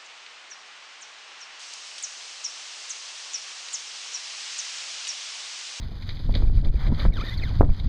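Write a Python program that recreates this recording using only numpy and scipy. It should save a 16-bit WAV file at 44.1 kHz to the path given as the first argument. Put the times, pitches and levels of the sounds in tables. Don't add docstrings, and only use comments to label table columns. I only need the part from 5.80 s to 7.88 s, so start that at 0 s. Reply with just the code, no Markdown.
import sys
import numpy as np
from scipy.fft import rfft, irfft, next_fast_len
from scipy.io import wavfile
from scipy.ndimage import uniform_filter1d, map_coordinates

SR = 44100
rng = np.random.default_rng(int(sys.argv[2]) if len(sys.argv) > 2 else 0)


def file_out(sig):
    cols = np.atleast_2d(sig).T
    lim = np.clip(cols, -1, 1)
    pcm = np.round(lim * 32767).astype(np.int16)
    wavfile.write(sys.argv[1], SR, pcm)


N = 91904

# time in seconds, relative level in dB.
BUFFET_LEVELS = [(0, -32), (.07, -29.5), (.11, -34), (.2, -34.5), (.33, -28), (.41, -33), (.46, -22),
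                 (.53, -19), (.62, -21.5), (.7, -19.5), (.75, -20), (.8, -19.5), (.83, -24), (.89, -18.5),
                 (.93, -30), (1.02, -21), (1.12, -18), (1.19, -26), (1.28, -12.5), (1.33, -27.5),
                 (1.385, -20.5), (1.45, -32.5), (1.54, -28.5), (1.58, -23), (1.73, -25.5), (1.81, -14.5),
                 (1.86, -19), (1.92, -17), (1.96, -36), (2, -29), (2.08, -18)]
FLUTTER_LEVELS = [(0, -50), (.05, -48.5), (.3, -54), (.47, -48), (.495, -34), (.515, -43), (.58, -35),
                  (.66, -37.5), (.71, -48), (.775, -39), (.8, -55), (.87, -31), (.91, -52.5), (.95, -43),
                  (.985, -51), (1.03, -50.5), (1.055, -42.5), (1.085, -38), (1.13, -30.5), (1.16, -50),
                  (1.22, -44.5), (1.258, -34.5), (1.335, -48.5), (1.365, -39), (1.43, -44), (1.53, -50.5),
                  (1.65, -42.5), (1.675, -48.5), (1.795, -46.5), (1.815, -26), (1.84, -30), (1.88, -41),
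                  (1.96, -58.5), (2.02, -46.5), (2.08, -55.5)]
# frequency in Hz, relative spectral level in dB.
RUMBLE_SPECTRUM = [(16, 1), (30, 0), (48, -5), (70, -10.5), (110, -16.5), (200, -36.5), (400, -70.5),
                   (1200, -150)]
CHURN_SPECTRUM = [(40, -14), (70, -2), (95, 0), (130, -4.5), (200, -12.5), (300, -24.5), (500, -57.5),
                  (1200, -140)]
FLUTTER_SPECTRUM = [(90, -34.5), (170, -1), (250, 1), (400, -5.5), (700, -13.5), (1100, -24.5), (1800, -33),
                    (3000, -66), (6000, -120)]
# centre in seconds, peak in dB, width in seconds.
EDDY_THUMPS = [(.47, -19, 0.004877), (.5, -16, .0055), (.588, -11.5, .008), (.638, -10, 0.003366),
               (0.68, -9.5, 0.007412), (0.78, -8.5, 0.005075), (.852, -17, 0.00461), (.873, -9, 0.00987),
               (0.959, -9.5, 0.004179), (1.075, -9.5, 0.006714), (1.262, -10.5, 0.007552),
               (1.287, -10, 0.008646), (1.801, -9, 0.0030706), (1.839, -13.5, 0.004451),
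               (1.903, -9.5, 0.009497)]
# centre in seconds, level in dB, width in seconds.
PORT_POPS = [(.623, -24.5, 0.00019), (.943, -20, .0006), (1.129, -24.5, 0.0002554),
             (1.253, -13.5, 0.00018396), (1.259, -19.5, 0.00016), (1.81, 0.5, 0.00024973),
             (1.8172, -12, 0.00016), (1.83, -12, 0.00025), (1.834, -14, .0004), (1.863, -22.5, 0.00055),
             (1.848, -26.5, 0.00026), (1.893, -24.5, 0.00023)]
# time in seconds, pitch in Hz, fundamental in dB, octave in dB.
EDGE_TONES = [
    [(1.32, 2280, -52.5, -86), (1.331, 2192, -49.5, -73.5), (1.335, 1930, -57.5, -44.5),
     (1.36, 1750, -53.5, -48.5), (1.383, 1330, -35.5, -44.5), (1.4, 1016, -48.5, -48),
     (1.415, 1243, -37, -39.5), (1.428, 1431, -41, -57.5)],
    [(1.426, 2230, -40, -55), (1.44, 2441, -43, -60)],
    [(1.438, 1841, -44, -49), (1.452, 1791, -42.5, -46), (1.462, 2048, -55.5, -76),
     (1.475, 1981, -42, -52.5), (1.494, 1797, -40.5, -34.5), (1.51, 1951, -46.5, -57.5),
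     (1.53, 2073, -40, -48.5), (1.542, 1937, -61, -66)],
    [(1.533, 1690, -58, -48.5), (1.545, 1799, -63.5, -41), (1.56, 2150, -62, -65),
     (1.571, 2294, -61, -67.5), (1.577, 2294, -59, -40.5), (1.588, 2080, -54, -51),
     (1.602, 1787, -46, -43.5)],
    [(1.613, 2670, -42, -60.5), (1.63, 2431, -39, -51), (1.636, 2093, -34.5, -43.5), (1.65, 1855, -49, -46),
     (1.673, 1531, -49.5, -52.5), (1.698, 1166, -52, -49), (1.716, 748.8, -44, -62.5)],
]
# frequency in Hz, level against the octave in dB.
EDGE_OVERTONES = [(2200, -2.5), (3100, -0.5), (5000, -10), (6200, -19), (8000, -32.5), (10000, -31),
                  (14000, -29)]
# start in seconds, relative level in dB, seconds to fall 60 dB.
SPRAY_SPITS = [(0.026, -45, 0.05694), (.2225, -42, .07), (.290, -32, 0.05048), (0.304, -44, 0.11),
               (.368, -40, .04), (0.391, -46.5, 0.067), (0.54, -34, 0.03757), (0.5511, -24, 0.034144),
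               (0.568, -45, 0.13), (.846, -41, .05), (1.066, -39.5, 0.059), (1.145, -40.5, 0.034),
               (1.195, -33, 0.07925), (1.466, -32.5, 0.027), (1.721, -48, 0.019), (1.9965, -35, 0.03666)]
# time in seconds, relative level in dB.
RUSH_LEVELS = [(0, -56), (.2, -60), (.32, -58), (.45, -58), (.53, -59), (.58, -51), (.68, -61.5),
               (.72, -63.5), (.76, -54), (.8, -57), (.83, -67.5), (.855, -53.5), (.91, -65.5), (.95, -55),
               (.99, -55), (1.03, -42), (1.07, -45), (1.1, -57.5), (1.19, -44.5), (1.26, -40.5),
               (1.28, -53.5), (1.305, -65.5), (1.38, -51.5), (1.55, -50), (1.7, -51), (1.77, -51.5),
               (1.83, -60), (1.88, -62), (1.95, -55), (2.08, -59)]
# time in seconds, extra gain in dB.
HISS_LIFT = [(0, 0.5), (.25, 4.5), (.6, 4.5), (.9, 1), (1.03, -4.5), (1.15, -2), (1.25, -4), (1.4, 3.5),
             (1.68, 0), (1.77, 0.5), (2.08, 2)]
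# frequency in Hz, relative spectral level in dB.
SPIT_SPECTRUM = [(400, -7), (1200, -13), (2000, 0), (3000, -6), (3700, 5.5), (4600, -1.5), (5400, -18.5),
                 (6500, -27), (8000, -38.5), (14000, -48)]
RUSH_SPECTRUM = [(200, -19.5), (500, 0.5), (1000, 1.5), (1500, 0.5), (2100, -0.5), (2600, -10.5),
                 (3400, -5.5), (5000, -60.5)]
HISS_SPECTRUM = [(1500, -33.5), (2500, -5), (3100, -7.5), (3600, -2.5), (4300, -3.5), (4950, -4.5),
                 (5400, -17.5), (6500, -20), (7500, -24), (9500, -30), (14000, -29.5), (15500, -40)]
# centre in Hz, width in Hz, depth from 0 to 1.
HOUSING_DIPS = [(2700.2, 257.2, 0.85), (5473.3, 394.3, 0.71), (7827.4, 866, 0.84), (10971, 284.3, .8)]

TIME = np.arange(N) / SR


def buffeting():
    (buffet_db,), (flutter_db,) = curves(BUFFET_LEVELS), curves(FLUTTER_LEVELS)
    rumble = evened(noise(RUMBLE_SPECTRUM), span_s=.06)
    churn = evened(noise(CHURN_SPECTRUM), span_s=.06)
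    churn_db = -32.5 + .7576 * (buffet_db - buffet_db.mean())
    turbulence = evened(noise(FLUTTER_SPECTRUM), span_s=.019)
    patchy_db = 4.5 * wobble(160)
    crest_db = 2.5 * np.hypot(rumble, .5)
    flutter = unit(turbulence * amp(patchy_db + crest_db))
    return amp(buffet_db) * rumble + amp(churn_db) * churn + amp(flutter_db - .5) * flutter


def thumps():
    overload_db, buzz_hz, buzz_s, tilt_db_per_octave = -14, 2394.7, .002192, -8.5
    push, crest = np.zeros(N), np.zeros(N)
    for centre, db, width in EDDY_THUMPS:
        age = TIME - centre
        spread = (age / width) ** 2
        push += amp(db) * (1 - .5 * spread) * np.exp(-.25 * spread)
        overload = np.clip((db - overload_db) / 2, 0, 1)
        crest += amp(db) * overload * np.exp(-(age / buzz_s) ** 4)
    phase = unsteady_phase(buzz_hz, jitter=.01, rate=1500)
    buzz = sum(amp(tilt_db_per_octave * np.log2(k)) * np.sin(k * phase) for k in range(1, 7))
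    return push + amp(-35) * crest * buzz


def pops():
    gap_s, loss_db, tip_db, tip_s = .0024, 15, -26, .00002
    out = np.zeros(N)
    for centre, db, width in PORT_POPS:
        for k, stretch in enumerate(rng.uniform(.6094, 1.3, 3)):
            age = TIME - centre - k * stretch * gap_s
            spike = np.exp(-.5 * (age / width) ** 2)
            tip = amp(tip_db) * np.exp(-np.abs(age) / tip_s)
            out += amp(db - loss_db * k) * (spike + tip)
    return out


def whistle():
    fade_s, flicker_db, rasp_depth = .0022, 2, .3803
    out = np.zeros(N)
    for rows in EDGE_TONES:
        hz, fundamental_db, octave_db = curves(rows)
        start, end = rows[0][0], rows[-1][0]
        gate = np.clip(np.minimum(TIME - start, end - TIME) / fade_s + .5, 0, 1)
        phase = unsteady_phase(hz, jitter=.016, rate=900)
        levels = [fundamental_db, octave_db]
        levels += [octave_db + np.interp(k * hz, *np.transpose(EDGE_OVERTONES)) for k in range(3, 8)]
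        tone = np.sqrt(2) * sum(amp(db) * np.sin(k * phase) for k, db in enumerate(levels, 1))
        flicker = amp(flicker_db * wobble(220))
        rasp = 1 + rasp_depth * wobble(1400)
        out += gate * flicker * rasp * tone
    return out


def spits():
    attack_s = .0006973
    envelope = np.zeros(N)
    for start, db, t60 in SPRAY_SPITS:
        age = np.maximum(TIME - start, 0)
        envelope += amp(db + 2 - 60 * age / t60) * (1 - np.exp(-age / attack_s))
    crackle = noise(SPIT_SPECTRUM) * amp(3.495 * wobble(900))
    return envelope * evened(crackle, span_s=.006595)


def rush():
    (rush_db,), (lift_db,) = curves(RUSH_LEVELS), curves(HISS_LIFT)
    level_db = rush_db + 1.6585 * wobble(60)
    body = amp(level_db + 2) * noise(RUSH_SPECTRUM)
    grain_db = 2.997 * wobble(450)
    return body + amp(level_db + lift_db + grain_db) * noise(HISS_SPECTRUM)


def knock():
    start_s, hz, gain_db, t60_s = .46, 560.5, -27, .0002
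    age = np.maximum(TIME - start_s, 0)
    envelope = amp(gain_db - 60 * age / t60_s) * (1 - np.exp(-age * hz))
    return envelope * np.sin(2 * np.pi * hz * age)


def amp(db):
    return 10 ** (np.asarray(db) / 20)


def unit(x):
    return x / np.sqrt(np.mean(x ** 2) + 1e-20)


def curves(rows):
    times, *columns = np.transpose(rows)
    return [np.interp(TIME, times, column) for column in columns]


def wobble(rate):
    knots = rng.standard_normal(int(N * rate / SR) + 4)
    return map_coordinates(knots, [TIME * rate])


def unsteady_phase(hz, jitter, rate):
    return 2 * np.pi * np.cumsum(hz * (1 + jitter * wobble(rate))) / SR


def filtered(x, response):
    size = next_fast_len(N + SR // 2)
    return irfft(rfft(x, size) * response(np.fft.rfftfreq(size, 1 / SR)), size)[:N]


def noise(spectrum):
    freqs, db = np.transpose(spectrum)
    colour = lambda hz: amp(np.interp(np.log(hz + 1), np.log(freqs + 1), db))
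    return unit(filtered(rng.standard_normal(N), lambda hz: colour(hz) * np.minimum(hz / freqs[0], 1)))


def evened(x, span_s):
    power = np.abs(uniform_filter1d(x ** 2, max(int(span_s * SR), 8)))
    return unit(x / np.sqrt(power + .017))


def scene():
    halving_pressure = .2583
    pressure = buffeting() + thumps() + pops()
    choke = 1 / (1 + (pressure / halving_pressure) ** 2)
    return (pressure + knock() + spits() + choke * (rush() + whistle()))[None]


def record(dry):
    low_cut_hz, ceiling, top_hz = 10, 1.02, 15500

    def response(hz):
        dips = [1 - depth * np.exp(-((hz - centre) / width) ** 2) for centre, width, depth in HOUSING_DIPS]
        return np.prod(dips, axis=0) * hz / np.hypot(hz, low_cut_hz)

    housed = filtered(dry[0], response)
    clipped = housed / (1 + (housed / ceiling) ** 8) ** (1 / 8)
    return filtered(clipped, lambda hz: hz < top_hz)[None]


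dry = scene()
out = record(dry)
file_out(out)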